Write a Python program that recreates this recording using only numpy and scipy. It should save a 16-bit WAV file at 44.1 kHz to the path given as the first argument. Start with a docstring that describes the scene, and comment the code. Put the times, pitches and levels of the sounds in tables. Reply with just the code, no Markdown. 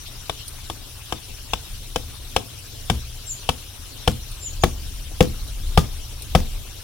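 """Outdoors, a steady hiss and a low rumble sound throughout. A cordless drill ticks in the hand, then its
battery is knocked thirteen times against a stone wall, harder and harder. Each impact excites damped
modes: the plastic housing clacks, the wall thuds and rumbles, and the surroundings reflect the sound.
About halfway through, a small bird calls in thin falling whistles.
Near the end, the hardest blows overload the nearby microphone."""
import sys
import numpy as np
from scipy import signal
from scipy.fft import rfft, irfft, next_fast_len
from scipy.io import wavfile
from scipy.ndimage import uniform_filter1d, map_coordinates

SR = 44100
rng = np.random.default_rng(int(sys.argv[2]) if len(sys.argv) > 2 else 0)


def waveform_to_disk(signal):
    """Save audio, clipped to [-1, 1], as 16-bit WAV at the path in sys.argv[1]."""
    frames = np.transpose(np.atleast_2d(signal))
    scaled = np.clip(frames, -1, 1) * 32767
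    samples = np.round(scaled).astype(np.int16)
    wavfile.write(sys.argv[1], SR, samples)


N = 301203


def amp(db):
    """Amplitude ratio of a level in decibels."""
    return 10 ** (np.asarray(db) / 20)


def unit(x):
    """Normalisation to an rms of 1."""
    return x / np.sqrt(np.mean(x ** 2) + 1e-20)


def along(points, hz):
    """Interpolation of (frequency [Hz], value) points on a logarithmic frequency axis."""
    f, v = np.transpose(points)
    return np.interp(np.log(hz + 1), np.log(f + 1), v)


def fade(t, t60):
    """Exponential decay by 60 dB in t60 seconds."""
    return np.exp(-np.log(1000) * t / t60)


def filtered(x, response):
    """Linear filtering: the spectrum of x is multiplied by a frequency response."""
    n = x.shape[-1]
    m = next_fast_len(n + 8192)
    return irfft(rfft(x, m) * response(np.fft.rfftfreq(m, 1 / SR)), m)[..., :n]


def delayed(x, seconds):
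    """Pure delay: a phase lag proportional to frequency."""
    return filtered(x, lambda hz: np.exp(-2j * np.pi * hz * seconds))


def noise(spectrum, size, channels=2):
    """Coloured noise of rms 1, uncorrelated between channels."""
    return unit(filtered(rng.standard_normal((channels, size)), lambda hz: amp(along(spectrum, hz))))


def pan(left_db):
    """Level difference: channel gains for a source left_db louder on the left."""
    return amp([[left_db / 2], [-left_db / 2]])


def add(track, start, sound):
    """Superposition of a sound on the track, from start seconds on."""
    part = track[:, round(start * SR):][:, :sound.shape[-1]]
    part += sound[..., :part.shape[-1]]


def ring(modes, t, scatter_db, detune):
    """Modal synthesis: damped sinusoids, their strengths and pitches scattered anew for each blow."""
    hz, db, t60 = np.transpose(modes)[..., None]
    level, pitch = rng.standard_normal((2, len(modes), 1))
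    envelopes = amp(db + scatter_db * level) * fade(t, t60)
    return np.sum(envelopes * np.sin(2 * np.pi * hz * (1 + detune * pitch) * t), axis=0)


def reverb(x, decay):
    """Diffuse reverberation: convolution with noise in which each frequency has its own decay time."""
    hz, t, bands = signal.stft(rng.standard_normal((2, SR // 2)), SR, nperseg=256)
    tail = signal.istft(bands * fade(t, along(decay, hz)[:, None]), SR, nperseg=256)[1]
    return signal.fftconvolve(np.atleast_2d(x), tail / np.linalg.norm(tail[0]), axes=1)[:, :x.shape[-1]]


def flutter(x, depth_db):
    """Random amplitude modulation: small swells come and go, each in its own narrow band."""
    bands = signal.stft(x, SR, nperseg=512)[2]
    swells = uniform_filter1d(rng.standard_normal(bands.shape[1:]), size=7, axis=0)
    swells = unit(uniform_filter1d(swells, size=5, axis=1))
    return signal.istft(bands * amp(depth_db * swells), SR, nperseg=512)[1][:, :N]


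def wobble(rate):
    """Spline interpolation of random values, rate of them a second."""
    return map_coordinates(rng.standard_normal(int(N * rate / SR) + 4), [np.arange(N) * rate / SR])


# Spectrum of the hiss: (frequency [Hz], relative level [dB])
HISS_SPECTRUM = [(120, -18), (250, 7), (500, 2), (1100, -1.5), (1950, -4), (2900, 4.5), (3700, 5.5),
                 (4800, 1.5), (5800, 5.5), (6600, -1.5), (7400, 1), (8400, -3), (10500, -2), (15800, -8.5)]
# Likeness of its two channels: (frequency [Hz], correlation [-1 to 1])
HISS_CORRELATION = [(200, 0.18), (600, 0.059), (1500, 0.75), (2400, 0.25), (5800, 0.02), (7800, -0.28),
                    (8750, -0.1), (9150, 0.89), (11600, 0.89), (15000, 0.54)]
# Its balance: (frequency [Hz], left minus right level [dB])
HISS_BALANCE = [(300, 5), (1000, 6), (6500, 4.5), (9000, 2), (12000, -1), (13500, 11), (15800, 8)]
# Soft rustles: (time [s], half-width [s], level [dB])
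RUSTLES = [(0.073, 0.012, -41), (0.403, 0.043, -45.5)]


def hiss():
    """Partly correlated noise makes a wide hiss, with a narrow bright band and two faint rustles."""
    a, b = noise(HISS_SPECTRUM, N)
    angle = lambda hz: np.arccos(np.clip(along(HISS_CORRELATION, hz), -1, 1)) / 2
    mid = filtered(a, lambda hz: np.cos(angle(hz)))
    side = filtered(b, lambda hz: np.sin(angle(hz)))
    bright_db = lambda hz: 7 / (1 + ((hz - 9280) / 170) ** 2)
    colour = lambda hz: amp(along(HISS_BALANCE, hz) * np.array([[.5], [-.5]]) + bright_db(hz))
    air = filtered(np.array([mid + side, mid - side]), colour)
    air = amp(-40.5) * unit(flutter(air, depth_db=3.0))
    rustle_band = filtered(air, lambda hz: np.exp(-((hz - 3700) / 1100) ** 2))
    t = np.arange(N) / SR
    swells = sum(amp(db) * np.exp(-((t - centre) / width) ** 2) for centre, width, db in RUSTLES)
    return air + swells * unit(rustle_band)


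# Spectrum of the rumble: (frequency [Hz], relative level [dB])
RUMBLE_SPECTRUM = [(12, -14.5), (28, 7.5), (50, -3), (75, -2.5), (110, -16.5), (160, -24), (300, -33),
                   (500, -47)]
# Contour of its troughs: (time [s], level [dB])
RUMBLE_TROUGHS = [(0.0, -43.5), (1.39, -44.5), (1.69, -35), (2.05, -42.5), (2.7, -46), (2.93, -37),
                  (3.1, -46), (3.29, -44), (3.48, -44.5), (4.41, -41), (4.73, -32), (5.06, -36.5),
                  (5.71, -30.5), (5.93, -37.5), (6.09, -37.5), (6.41, -29), (6.72, -41.5), (6.83, -47)]
# Spectrum of the drone: (frequency [Hz], relative level [dB])
DRONE_SPECTRUM = [(40, -28), (80, -1.5), (118, 0), (150, -14.5), (210, -23), (400, -43)]


def rumble():
    """Amplitude-modulated low noise swells over a steady drone, nearly the same on both sides."""
    low = noise(RUMBLE_SPECTRUM, N, channels=1) + amp(-11.5) * noise(RUMBLE_SPECTRUM, N)
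    drone = noise(DRONE_SPECTRUM, N, channels=1) + amp(-8.0) * noise(DRONE_SPECTRUM, N)
    mean_db = np.interp(np.arange(N) / SR, *np.transpose(RUMBLE_TROUGHS)) + 3.5
    return (amp(mean_db + 1.8 * wobble(rate=9)) * low + amp(-45.0) * drone) * pan(1.7)


# Ticks of the drill: (time [s], relative level [dB])
TICKS = [(0.0775, -37), (0.4798, -25), (2.5879, -36), (4.0187, -36), (4.3145, -33), (5.4768, -35),
         (6.2212, -26.5)]
# Spectrum of a tick: (frequency [Hz], relative level [dB])
TICK_SPECTRUM = [(1500, -29), (4000, 1), (7000, -7), (9500, 8), (16000, -14)]


def ticks():
    """Transients of exponentially decaying noise: the drill ticks faintly in the hand."""
    track, t = np.zeros((2, N)), np.arange(SR // 8) / SR
    for start, db in TICKS:
        add(track, start, amp(db - 3.0) * noise(TICK_SPECTRUM, len(t)) * fade(t, 0.061))
    return track * pan(1.7)


# Modes of the plastic housing: (frequency [Hz], relative level [dB], 60 dB decay time [s])
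HOUSING_MODES = [(353, -21.5, 0.031), (508, -9, 0.052), (680, -17.5, 0.044), (863, -26, 0.066),
                 (1279, -13.5, 0.057), (1613, -14.5, 0.029), (2420, -3.5, 0.0046), (3286, -10, 0.018)]
# Spectrum of the gritty crack: (frequency [Hz], relative level [dB])
CRACK_SPECTRUM = [(300, -8), (900, -11), (1900, -32), (2400, 2.5), (3300, 8.5), (4200, -10.5), (5700, 0.5),
                  (6700, -16.5), (7500, -3.5), (8500, -25), (9400, -3.5), (12500, -26.5), (16000, -14)]


def clack(t, contact_db, crack_db):
    """Impact excitation: plastic meets stone with a pulse and a crack, and the housing rings."""
    after = np.maximum(t, 0)
    push_hz = 850 * 2 ** (-(contact_db + 24) / 90)  # a harder blow flattens the plastic for longer
    cycles = (t - .0004) * push_hz
    push = -1.3 * np.sin(2 * np.pi * cycles) * np.exp(-(cycles / 0.89) ** 2)
    housing = amp(contact_db + 4.0) * (push + ring(HOUSING_MODES, after, scatter_db=4.5, detune=0.033))
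    attack = 1 - np.exp(-after / 0.00013)
    grit = amp(crack_db + 10.5) * noise(CRACK_SPECTRUM, len(t)) * fade(after, .019) * attack
    # an edge grazes the stone first
    scuff = amp(crack_db + 7.5) * noise(CRACK_SPECTRUM, len(t)) * np.exp(-(t / 0.0012) ** 2)
    direct = np.array([housing, delayed(housing, .00007)]) * pan(8.8) + (grit + scuff) * pan(4.3)
    # early reflections from near surfaces
    return direct + 0.41 * delayed(direct, .00264) + 0.2 * delayed(direct, .0043)


# Spectrum of the drill's loose parts: (frequency [Hz], relative level [dB])
JOLT_SPECTRUM = [(200, -5.5), (330, 7), (600, 2.5), (900, 3.5), (1650, -2), (2400, -9), (3600, -8),
                 (6000, -14), (16000, -22)]


def jolt(t, jolt_db):
    """Inertia: the drill's loose parts are jolted a few milliseconds after contact."""
    u = t / 0.0036
    envelope = u ** 2 * np.exp(2 * (1 - u))
    return amp(jolt_db + 7.5) * noise(JOLT_SPECTRUM, len(t), channels=1) * envelope * pan(6)


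def thud(t, deep_db, upper_db):
    """Heavy damping: the wall gives way under the blow and swings back once, in two modes."""
    deep = amp(deep_db + 3) * np.sin(2 * np.pi * 64 * t)
    upper = amp(upper_db + 8.0) * np.sin(2 * np.pi * 166 * t)
    u = t / 0.0073
    return (upper - deep) * u * np.exp((1 - u ** 2) / 2) * pan(3.0)


# Spectrum of crushed sand: (frequency [Hz], relative level [dB])
CRUNCH_SPECTRUM = [(400, 6.5), (1000, 2), (1700, -4.5), (3400, -6), (5800, -2.5), (8000, -12), (16000, -13)]


def crunch(t, weight_db):
    """Granular noise: sand on the rough stone is crushed in a quickly fading run of random impulses."""
    grains = rng.standard_normal(len(t)) * rng.exponential(size=len(t)) ** 2
    sand = unit(filtered(grains, lambda hz: amp(along(CRUNCH_SPECTRUM, hz))))
    return amp(weight_db - 16) * sand * fade(t, 0.19) * (1 - np.exp(-t / 0.0032)) * pan(4)


# Modes of the wall: (frequency [Hz], relative level [dB], 60 dB decay time [s])
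WALL_MODES = [(63.8, -10, 0.79), (78.5, -3.5, 0.35), (118.2, -7.5, 0.46), (232, -1.5, .2),
              (320.7, -12.5, 0.18), (372, -1, 0.053), (512, -18, 0.23)]


def wall_ring(t, ring_db):
    """Free vibration: the wall's low modes build up after the blow and slowly die away."""
    modes = ring(WALL_MODES, t, scatter_db=2.0, detune=0.024)
    return amp(ring_db + 8.5) * modes * (1 - np.exp(-t / 0.015)) * pan(1)


# Reverberation of the surroundings: (frequency [Hz], 60 dB decay time [s])
REVERB_TIMES = [(80, 0.36), (220, 0.27), (560, 0.24), (1500, 0.24), (4000, 0.14), (12000, 0.3)]
# Colour of the reflected sound: (frequency [Hz], relative gain [dB])
REVERB_COLOUR = [(40, -12), (150, -9), (250, 3.5), (600, -11.5), (1500, -16), (4000, -5), (15000, -5)]


def reflections(blow):
    """Diffuse reflection: the surroundings return a blow as a short, coloured tail."""
    tail = filtered(reverb(blow, REVERB_TIMES), lambda hz: amp(along(REVERB_COLOUR, hz)))
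    return amp(-5) * delayed(tail, .006)


def follow(drive_db, firm_db, growth, ceiling_db):
    """Power law with a ceiling: firm_db at a firm blow, changing by growth dB per dB of drive."""
    firm_drive_db = -15
    return min(firm_db + growth * (drive_db - firm_drive_db), ceiling_db)


# Blows on the wall, in relative levels: (time [s], contact [dB], weight behind it [dB], jolt [dB])
BLOWS = [(0.297, -23.5, -32, -38.5), (0.7, -26.5, -31, -39.5), (1.1247, -22.5, -28, -35.5),
         (1.535, -19.5, -26, -35), (1.9604, -19.5, -23.5, -36.5), (2.3643, -14.5, -22, -30.5),
         (2.9, -17.5, -14, -31), (3.4911, -14.5, -19.5, -26.5), (4.077, -15, -13, -24.5),
         (4.6367, -12.5, -13, -19), (5.207, -11, -8, -24.5), (5.776, -10, -6.5, -21),
         (6.351, -12, -8.5, -21.5)]


def knocks():
    """Impact response: the contact drives clack and crack; the weight drives thud, crunch and ring."""
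    lead = .004  # room for the scuff before contact [s]
    track, t = np.zeros((2, N)), np.arange(SR // 2) / SR - lead
    after = np.maximum(t, 0)
    for start, contact_db, weight_db, jolt_db in BLOWS:
        crack_db = follow(contact_db, firm_db=-21, growth=1.15, ceiling_db=-22)
        upper_db = follow(weight_db, firm_db=-24.5, growth=1.42, ceiling_db=-14.5)
        ring_db = follow(weight_db, firm_db=-28, growth=1.5, ceiling_db=-26)
        drill = clack(t, contact_db, crack_db) + jolt(after, jolt_db)
        stone = thud(after, weight_db, upper_db) + crunch(after, weight_db)
        blow = drill + stone
        add(track, start - lead, blow + wall_ring(after, ring_db) + reflections(blow))
    return track


# Bird calls: (time [s], duration [s], first frequency [Hz], last frequency [Hz], level [dB])
BIRD_CALLS = [(3.259, .07, 7570, 6100, -28.5), (3.393, .03, 5920, 5780, -42), (4.393, 0.1, 7360, 6300, -32),
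              (4.596, 0.049, 6920, 5400, -33.5)]


def bird():
    """Frequency glide: pure whistles swell, slide down ever faster and linger as reverberation."""
    song = np.zeros((1, N))
    for start, length, first_hz, last_hz, db in BIRD_CALLS:
        u = np.linspace(0, 1, round(length * SR))
        hz = first_hz + (last_hz - first_hz) * u ** 3
        swell = np.interp(u, [0, .72, 1], [0, 1, 0])
        add(song, start, amp(db) * swell * np.sin(2 * np.pi * np.cumsum(hz) / SR))
    return (song + amp(4.5) * reverb(song, decay=[(7000, 0.26)])) * pan(1)


def scene():
    """Superposition: the sound pressures of all sources add."""
    return hiss() + rumble() + ticks() + knocks() + bird()


def record(dry):
    """Saturation and band limiting: the microphone rounds off peaks and passes nothing above 16 kHz."""
    clipped = dry / (1 + np.abs(dry) ** 6) ** (1 / 6)
    return filtered(clipped, lambda hz: hz < 16000)


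dry = scene()
out = record(dry)
waveform_to_disk(out)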